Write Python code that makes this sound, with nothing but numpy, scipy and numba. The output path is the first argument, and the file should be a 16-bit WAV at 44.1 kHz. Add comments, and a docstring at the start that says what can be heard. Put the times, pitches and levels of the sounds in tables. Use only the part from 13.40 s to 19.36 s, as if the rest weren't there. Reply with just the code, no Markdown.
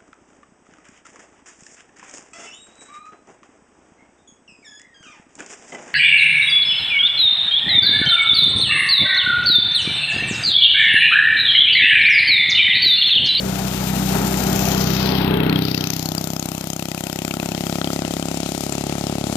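"""Mini bike passing along a lane

A single-cylinder four-stroke mini bike approaches, passes and rides away along a lane between trees.
Firing pulses ring a thud and a bark in the exhaust, gate puffs of gas noise and make thin metal ping;
from the front the silencer can rings over crankcase hum, intake growl, clatter and whirr.
The road mirrors the treble, trunks echo the exhaust and the phone body shades the pass.
Light wind touches both microphone ports; the right one is half covered."""
import sys
import numpy as np
from scipy import signal
from scipy.fft import rfft, irfft
from scipy.io import wavfile
from scipy.ndimage import uniform_filter1d
from numba import njit

SR = 44100
rng = np.random.default_rng(int(sys.argv[2]) if len(sys.argv) > 2 else 0)


def gain_from_decibels(decibels):
    """Convert decibel values to linear amplitude factors."""
    exponent = np.asarray(decibels, float) / 20
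    return 10 ** exponent


def transcribe(u):
    """Save the signal u as a 16-bit wav file named by the first command-line argument.

    u: samples, shape (n,) or (channels, n), limited to [-1, 1]; the rate is SR.
    q: integer samples, one column per channel.
    """
    v = np.clip(np.atleast_2d(u).T, -1, 1)
    q = np.round(v * 32767).astype(np.int16)
    wavfile.write(sys.argv[1], SR, q)


N = 262836
KERB_M = 2.1  # distance at the closest point

# spectrum of the exhaust gas noise: f/Hz, relative level/dB
PUFF_SPECTRUM = [(700, -73.5), (1300, -3.5), (1750, -11.5), (2600, 2.5), (7000, -1), (14000, 2.5),
                 (16000, -25)]


def level(x):
    """Scale to rms 1."""
    return x / np.sqrt(np.mean(x ** 2))


def timeline(rows):
    """Every column after the time column, interpolated to each sample."""
    s, *columns = np.transpose(rows)
    return [np.interp(np.arange(N) / SR, s, column) for column in columns]


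def swing(front, rear, at_s=2.2, ease_s=0.25):
    """S-curve from front to rear value; by default it follows the tail pipe swinging into view."""
    t = np.arange(N) / SR
    return front + (rear - front) / (1 + np.exp((at_s - t) / ease_s))


def hide(front, rear):
    """S-curve for sounds of the engine, which rider and frame cover as the bike passes."""
    return swing(front, rear, at_s=2.3, ease_s=0.14)


def colour(x, points):
    """Causal filter through (Hz, dB) points, from the cepstrum of the log gain."""
    hz, db = np.transpose(points)
    log_gain = np.interp(np.log(np.linspace(1, SR / 2, 2049)), np.log(hz), db) * np.log(10) / 20
    cepstrum = irfft(log_gain)
    # folding the second half onto the first makes the filter minimum-phase
    cepstrum[1:2048] *= 2
    cepstrum[2049:] = 0
    return signal.fftconvolve(x, irfft(np.exp(rfft(cepstrum))))[:N]


def hiss(points):
    """Coloured noise of rms 1."""
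    return level(colour(rng.standard_normal(N), points))


def ring(x, modes):
    """Damped sines started by every pulse, from (Hz, width Hz, dB) modes, together at rms 1."""
    total = 0
    for hz, width, db in modes:
        pole = np.exp((2j * hz - width) * np.pi / SR)
        total = total + gain_from_decibels(db) * signal.lfilter([1], [1, -pole], x).imag
    return level(total)


def late(x, lag_s):
    """Read the sound a fixed or moving time ago."""
    return np.interp(np.arange(N) - lag_s * SR, np.arange(N), x)


def walk(rate):
    """Random levels of rms 1, held 1 / rate s and slewed twice."""
    k = int(SR / rate)
    steps = np.repeat(rng.standard_normal(N // k + 1), k)
    return level(uniform_filter1d(uniform_filter1d(steps, k), k)[:N])


@njit
def svf(x, hz, peak):
    """State-variable filter with a moving centre: low-pass and band-pass."""
    y, b, l = np.empty((2, len(x))), 0., 0.
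    for i in range(len(x)):
        g = np.tan(np.pi * hz[i] / SR)
        v = (b + g * (x[i] - l)) / (1 + g * (g + 1 / peak))
        y[0, i], y[1, i] = l + g * v, v / peak
        b, l = 2 * v - b, 2 * y[0, i] - l
    return y


def low_pass(x, hz, peak):
    """Low-pass with a moving edge."""
    return svf(x, hz, peak)[0]


def crank():
    """Firings so far at every sample: the integral of the engine speed."""
    # engine speed as heard: t/s, firing rate/Hz
    engine_speed = [(0, 31.918), (.5, 31.794), (1.2, 32.053), (2, 32.061), (2.45, 31.939), (2.7, 32.52),
                    (3.4, 32.659), (4.5, 34.058), (5, 34.022), (5.5, 34.844), (6, 34.845)]
    rate, = timeline(engine_speed)
    fired_at_start = 1.027
    return fired_at_start + np.cumsum(rate) / SR


def pulses(scatter_db, jitter_s):
    """One click a firing, split over two samples, each with its own size and moment."""
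    count = crank()
    firing = np.arange(np.ceil(count[0]), count[-1])
    chance = rng.standard_normal((len(firing), 2))
    at = np.interp(firing, count, np.arange(N)) + jitter_s * SR * chance[:, 0]
    at = np.clip(at, 0, N - 2)
    size = gain_from_decibels(scatter_db * chance[:, 1])
    out = np.zeros(N)
    out[at.astype(int)] = size * (1 - at % 1)
    out[at.astype(int) + 1] = size * (at % 1)
    return out


def burst(x, rise_s):
    """Envelope that swells for rise_s and dies after every pulse."""
    t = np.arange(int(.02 * SR)) / SR / rise_s
    return signal.fftconvolve(x, t ** 2 * np.exp(-2 * t))[:N]


def exhaust(body_db, bark_db, puff_db):
    """A sharp bark, then the suction thud; turbulent gas rides on the blast and the can rings."""
    # resonances rung by each firing, all: f/Hz, width/Hz, relative level/dB
    thud_modes = [(169.5, 45.4, 8.5), (249.5, 160, 12), (352, 33, -12.5)]
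    boom_modes = [(105, 20, 0)]
    can_modes = [(191.7, 45, 0), (53.7, 4.9, 0)]
    bark_modes = [(652, 283, 8), (1270, 99, -11.5), (2300, 1200, 0.5)]
    fire = pulses(scatter_db=0.54, jitter_s=.00004)
    thud = gain_from_decibels(body_db + swing(-9.5, 2)) * ring(fire, thud_modes)
    boom = gain_from_decibels(body_db + swing(-40, -21, at_s=1.7, ease_s=.3)) * ring(fire, boom_modes)
    can = gain_from_decibels(body_db + hide(-11, -28)) * ring(pulses(scatter_db=1.5, jitter_s=0.0001), can_modes)
    lag_s = swing(.0022, .0011)  # longer way round from the front
    suction = -late(thud + boom + can, lag_s)
    bark = gain_from_decibels(bark_db) * ring(fire, bark_modes)
    blast = burst(pulses(scatter_db=1.0, jitter_s=0.00081), rise_s=0.0018)
    puff = gain_from_decibels(puff_db) * level(blast * hiss(PUFF_SPECTRUM))
    return suction + knock(fire) + bark + puff


def pings(modes):
    """Thin exhaust metal: every blast strikes each mode with its own force."""
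    total = 0
    for hz, width, db in modes:
        blast = burst(pulses(scatter_db=3.2, jitter_s=0.000068), rise_s=0.00066)
        total = total + gain_from_decibels(db) * ring(blast * hiss(PUFF_SPECTRUM), [(hz, width, 0)])
    return level(total)


def metal(low_db, high_db):
    """Low and high pings of the thin exhaust metal, each group at its own level."""
    # resonances of the metal: f/Hz, width/Hz, relative level/dB
    ping_modes = [(1386, 194, 4), (1985, 130, 4.5), (2570, 136, 6.5), (3180, 147, 3), (4100, 2300, 6.5),
                  (4900, 200, -6), (7100, 67, -20), (7700, 700, -1), (9760, 230, -4.5), (11970, 270, 2)]
    split_hz = 3500
    low = pings([mode for mode in ping_modes if mode[0] < split_hz])
    high = pings([mode for mode in ping_modes if mode[0] > split_hz])
    return gain_from_decibels(low_db) * low + gain_from_decibels(high_db) * high


def growl():
    """Air noise in a moving intake resonance, throbbing twice a cycle, heard from the front."""
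    # intake resonance: t/s, mean centre f/Hz, mean level/dB
    intake = [(0, 650, -38.5), (.25, 660, -45), (.8, 720, -38), (1.05, 740, -35), (1.33, 780, -33),
              (1.47, 710, -52), (1.801, 826, -34.5), (2.1, 795, -56), (2.5, 780, -50)]
    hz, db = timeline(intake)
    air = np.diff(rng.standard_normal(N + 1), 2, prepend=0.)  # noise tilted towards the treble
    centre = hz * (1 + 0.068 * walk(10.16))
    throat = level(low_pass(low_pass(air, centre, 2.4), centre, 2.4))
    throb_db = -6.5 * np.cos(4 * np.pi * crank())
    return gain_from_decibels(db + throb_db + 1.8 * walk(24.13)) * throat


def patchy(x, patchy_db, rate):
    """Moving air lets each band fade and return alone."""
    # borders between the bands: f/Hz
    band_edges = [1800, 2700, 3800, 5200, 7000, 10000]
    lows = [0 * x]
    for hz in band_edges:
        lows.append(signal.sosfiltfilt(signal.butter(2, hz, fs=SR, output="sos"), x))
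    lows.append(x)
    return sum(gain_from_decibels(patchy_db * walk(rate)) * band for band in np.diff(lows, axis=0))


def engine(body_db, whirr_db):
    """Valve gear and casing rattle with beats once and twice a cycle; cooling fan and chain hiss on."""
    # noise spectra, both: f/Hz, relative level/dB
    clatter_spectrum = [(59, -26), (100, -8.5), (193, -7), (257, -8.5), (389, -11), (454, -13.5),
                        (669, -16), (1070, -20), (1380, -13), (2200, -20), (2860, -52)]
    whirr_spectrum = [(1000, -31.5), (2000, 4), (2800, 5), (4000, 2), (5500, -1.5), (7400, -3.9),
                      (11000, -3.3), (14000, 1.8), (16000, 6.67)]
    turn = 4 * np.pi * crank()  # two beats a firing
    beat_db = 0.2 * np.cos(turn - .6) + 0.33 * np.cos(turn / 2 - .4)
    # the open side of the engine turns away
    clatter_db = body_db + swing(-4.5, -11, at_s=2.34, ease_s=0.091)
    clatter = gain_from_decibels(clatter_db + beat_db + 2.43 * walk(60)) * hiss(clatter_spectrum)
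    air = patchy(hiss(whirr_spectrum), swing(.4, 1.6), rate=15.0)
    return clatter + gain_from_decibels(whirr_db + 0.21 * beat_db + 1.8 * walk(90)) * air


def hum():
    """Crankcase tones on multiples of the firing rate, swelling and sagging slowly."""
    # multiple of the firing rate: relative level far off/dB, relative level close by/dB
    hum_orders = {2: (-4, -4), 3: (-15, -10), 4: (-7.5, -9), 5: (-16, -17), 6: (1.8, 1.8), 12: (-12.5, -9)}
    turn = 2 * np.pi * crank()
    tones = 0
    for order, (far_db, close_db) in hum_orders.items():
        tone_db = swing(far_db, close_db, at_s=0.45) + 0.6 * walk(3.35)
        tones = tones + gain_from_decibels(tone_db) * np.sin(order * turn)
    return -level(late(tones, .0017))


def road(bike, metres):
    """A rough road mirrors only the treble cleanly enough to comb it; the detour shrinks with distance."""
    treble = signal.sosfilt(signal.butter(1, 900, "high", fs=SR, output="sos"), bike)
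    detour_ms = 0.48 * KERB_M / metres
    return 0.071 * late(treble, detour_ms / 1000)


def trees(x, t60_s):
    """Single trunks answer at sliding lags; the wood behind returns a dull tail."""
    # trunk echoes: lag at the start/ms, lag at the end/ms, relative level/dB
    trunk_echoes = [(69, 8.4, -30), (93.85, 37, -13), (30.66, 31, -16)]
    t = np.arange(int(.8 * SR)) / SR
    tail = rng.standard_normal(len(t)) * gain_from_decibels(-60 * t / t60_s) * (t > .012)
    wood = signal.fftconvolve(x, tail / np.sqrt(np.sum(tail ** 2)))[:N]
    trunks = sum(gain_from_decibels(db) * late(x, np.linspace(ms0, ms1, N) / 1000) for ms0, ms1, db in trunk_echoes)
    return colour(wood + gain_from_decibels(4.0) * trunks, [(100, 6.0), (900, 4.0), (4000, -2.5), (15000, -23)])


def shadow(x, metres):
    """Side-on, the phone body takes away the treble between a moving edge and the top octave."""
    reach_m, shadow_db, top_shadow_db = 4.64, 12.5, 5.5
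    edge_top_hz, top_hz = 8050, 11410
    side = 1 / (1 + (metres / reach_m) ** 6)
    # the shadow's lower edge climbs as the bike leaves the side
    edge = edge_top_hz * np.tanh(1843 * metres / edge_top_hz)
    low = low_pass(low_pass(x, edge, 1.66), edge, 1.66)
    low = low_pass(low, np.full(N, float(edge_top_hz)), 0.54)
    band = signal.sosfilt(signal.ellip(4, .5, 50, [edge_top_hz, top_hz], "band", fs=SR, output="sos"), x)
    top = signal.sosfilt(signal.ellip(4, .5, 50, top_hz, "high", fs=SR, output="sos"), x)
    # some treble creeps round the phone body
    creep = signal.sosfilt(signal.butter(4, (4600, 6700), "band", fs=SR, output="sos"), x)
    leak = gain_from_decibels(-21) * KERB_M / metres * creep
    # the top octave bends round; air wears it down by 0.4 dB per metre
    top_db = -top_shadow_db * side - 0.4 * metres
    return low + leak + gain_from_decibels(-shadow_db * side) * band + gain_from_decibels(top_db) * top


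def notch(x, metres):
    """A narrow gap above the thud, closed side-on."""
    hz, width_hz = 433.7, 34
    b, a = signal.iirpeak(hz, hz / width_hz, fs=SR)
    return x - 0.98 * (1 - KERB_M / metres) * signal.lfilter(b, a, x)


def gap(x):
    """Take out a second narrow band that slides up as the bike leaves."""
    # sliding gap: t/s, centre f/Hz, share removed/1
    sliding_gap = [(2.3, 350, 0.8), (2.6, 349, .8), (3.2, 360, 0.7), (3.6, 400, 0.7), (4.0, 420, 0),
                   (4.4, 440, 0)]
    hz, share = timeline(sliding_gap)
    return x - share * svf(x, hz, 10.7)[1]


def wind():
    """Low rumble of light wind: one part shared by the ports, a smaller one at each."""
    # wind noise spectrum: f/Hz, relative level/dB
    wind_spectrum = [(15, 21), (30, 25), (50, -10), (100, -48)]
    own = np.array([hiss(wind_spectrum), hiss(wind_spectrum)])
    return gain_from_decibels(-57) * (hiss(wind_spectrum) + 0.17 * own)


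def knock(fire):
    """A short dip in pressure between two small swells at each firing, loudest at 2 s."""
    hz, width_s, lag_s = 279, 0.0013, 0.002
    t = np.arange(int(-.01 * SR), int(0.00997 * SR) + 1) / SR - lag_s
    dip = -np.cos(2 * np.pi * hz * t) * np.exp(-(t / width_s) ** 2 / 2)
    # 9 dB down at 0.37 s either side of the peak
    db = -23 - 9 * ((np.arange(N) / SR - 2) / 0.37) ** 2
    return gain_from_decibels(db) * level(signal.fftconvolve(fire, dip, "same"))


def cracks():
    """The loudest cracks of the blast: short rough bursts, each centred on its own pitch."""
    # cracks: t/s, envelope peak level/dB, f/Hz
    crack_list = [(2.095, -13.5, 4420), (2.1264, -13, 3520), (2.158, -10, 3240), (2.2205, -13.5, 3920),
                  (2.252, -19, 4830), (2.312, -16, 4600), (2.343, -11.5, 2590), (2.376, -16, 4600),
                  (2.4079, -27, 6040), (2.439, -16, 4200), (2.4703, -18, 5980), (2.5017, -15.5, 6150),
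                  (2.6584, -18, 4300), (2.687, -19, 4230), (2.7801, -13, 4800), (2.873, -25, 7540),
                  (2.9634, -18, 5270), (2.9953, -15.5, 6740), (3.0254, -20, 4520), (3.301, -19.5, 6370),
                  (3.331, -21, 6700), (3.363, -22, 6400), (3.3947, -19, 2640), (3.5772, -18.5, 2500),
                  (3.8491, -21.5, 7500), (3.9102, -11.5, 2510), (3.9985, -19, 2560), (4.825, -16.5, 3040),
                  (5.3233, -17, 7350)]
    rise_s, roughness = 0.0019, 0.21
    out, t = np.zeros(N), np.arange(int(.008 * SR)) / SR
    shape = (t / rise_s * np.exp(1 - t / rise_s)) ** 2
    for s, db, hz in crack_list:
        wander = np.cumsum(roughness * rng.standard_normal(len(t))) / 2
        start = int(s * SR)
        out[start:start + len(t)] += gain_from_decibels(db) * shape * np.sin(2 * np.pi * hz * t + wander)
    return out


def scene():
    """Bike, its image in the road and the trees, the same at both ports; wind differs."""
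    # ride levels: t/s, reference level of the bike body/dB, mean level of its treble hiss/dB
    ride_levels = [(0, -26.5, -27.5), (.3, -26.5, -25), (.75, -23.5, -23), (1.3, -22, -22),
                   (1.7, -23.5, -22), (2.0, -21.5, -32.5), (2.3, -25, -28), (2.7, -28, -31),
                   (3.4, -34, -34.5), (3.9, -31, -32.5), (4.35, -28, -29.5), (5.2, -30, -29),
                   (5.96, -27, -29.5)]
    # exhaust blast: t/s, gas puff level/dB, bark level/dB, low ping level/dB, high ping level/dB
    blast_levels = [(0, -49, -72, -37, -51), (.7, -39, -74, -41, -47), (1.3, -30, -67, -31, -58),
                    (1.7, -36, -56, -35, -32), (2.0, -32, -47, -34, -50), (2.3, -32, -42, -33.5, -35.5),
                    (2.49, -30, -37, -30.5, -40), (2.58, -29.5, -39, -48, -37.5),
                    (2.7, -33.5, -32, -43, -34), (3.2, -37, -35.5, -37.5, -41.5),
                    (3.9, -38.5, -32.5, -32, -36.5), (4.4, -68, -29, -34, -36), (4.85, -42, -31, -38, -36),
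                    (5.2, -35, -31, -40, -40), (5.96, -47, -29, -46, -39)]
    body_db, treble_db = timeline(ride_levels)
    puff_db, bark_db, low_db, high_db = timeline(blast_levels)
    closest_s, speed_m_s = 2.0, 8.2
    metres = np.hypot(KERB_M, speed_m_s * (np.arange(N) / SR - closest_s))
    bike = exhaust(body_db, bark_db, puff_db) + metal(low_db, high_db)
    bike = bike + growl() + engine(body_db, treble_db)
    near = bike + gain_from_decibels(body_db + hide(0.5, -36)) * hum() + road(bike, metres)
    echoes = gain_from_decibels(hide(-4.5, -17.5)) * trees(bike, t60_s=0.78)
    heard = shadow(near + echoes, metres) + cracks()
    return gap(notch(heard, metres)) + wind()


def top_cut(x):
    """Nothing passes above the cut-off."""
    return signal.sosfilt(signal.butter(12, 15940, fs=SR, output="sos"), x)


def record(dry):
    """The open port is bright; the covered one is muffled and gets its treble by scattered paths."""
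    # response of the open port: f/Hz, gain/dB
    open_port = [(30, -18.5), (60, -1.5), (95, -3), (135, 0), (190, 0), (380, 4.5), (800, 5), (2000, -2.5),
                 (7600, 5.5), (8700, -0.5), (11000, 1), (14300, 12), (14800, -3), (15600, -43),
                 (20000, -73)]
    # loss under the cover: f/Hz, level below the open port/dB
    cover_loss = [(15, -2), (60, .3), (200, 1), (390, 0), (455, 3), (535, 16), (650, 10.5), (760, 9),
                  (900, 4), (1080, 8), (1400, 17), (1940, 15), (2800, 16.5), (4300, 24), (6500, 35),
                  (8600, 45), (11800, 28), (15000, 28)]
    left = colour(dry[0], open_port)
    t = np.arange(int(0.033 * SR)) / SR
    scatter = rng.standard_normal(len(t)) * np.exp(-t / 0.008)
    scatter = scatter / np.sqrt(np.sum(scatter ** 2))
    whole = colour(dry[1], open_port)
    low = signal.sosfiltfilt(signal.butter(2, 1500, fs=SR, output="sos"), whole)
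    through = low + signal.fftconvolve(whole - low, scatter)[:N]
    right = colour(through, [(hz, -db) for hz, db in cover_loss])
    mix = np.tanh(0.67 * np.array([left, right])) / 0.76  # soft limiting
    return top_cut(mix)


dry = scene()
out = record(dry)
transcribe(out)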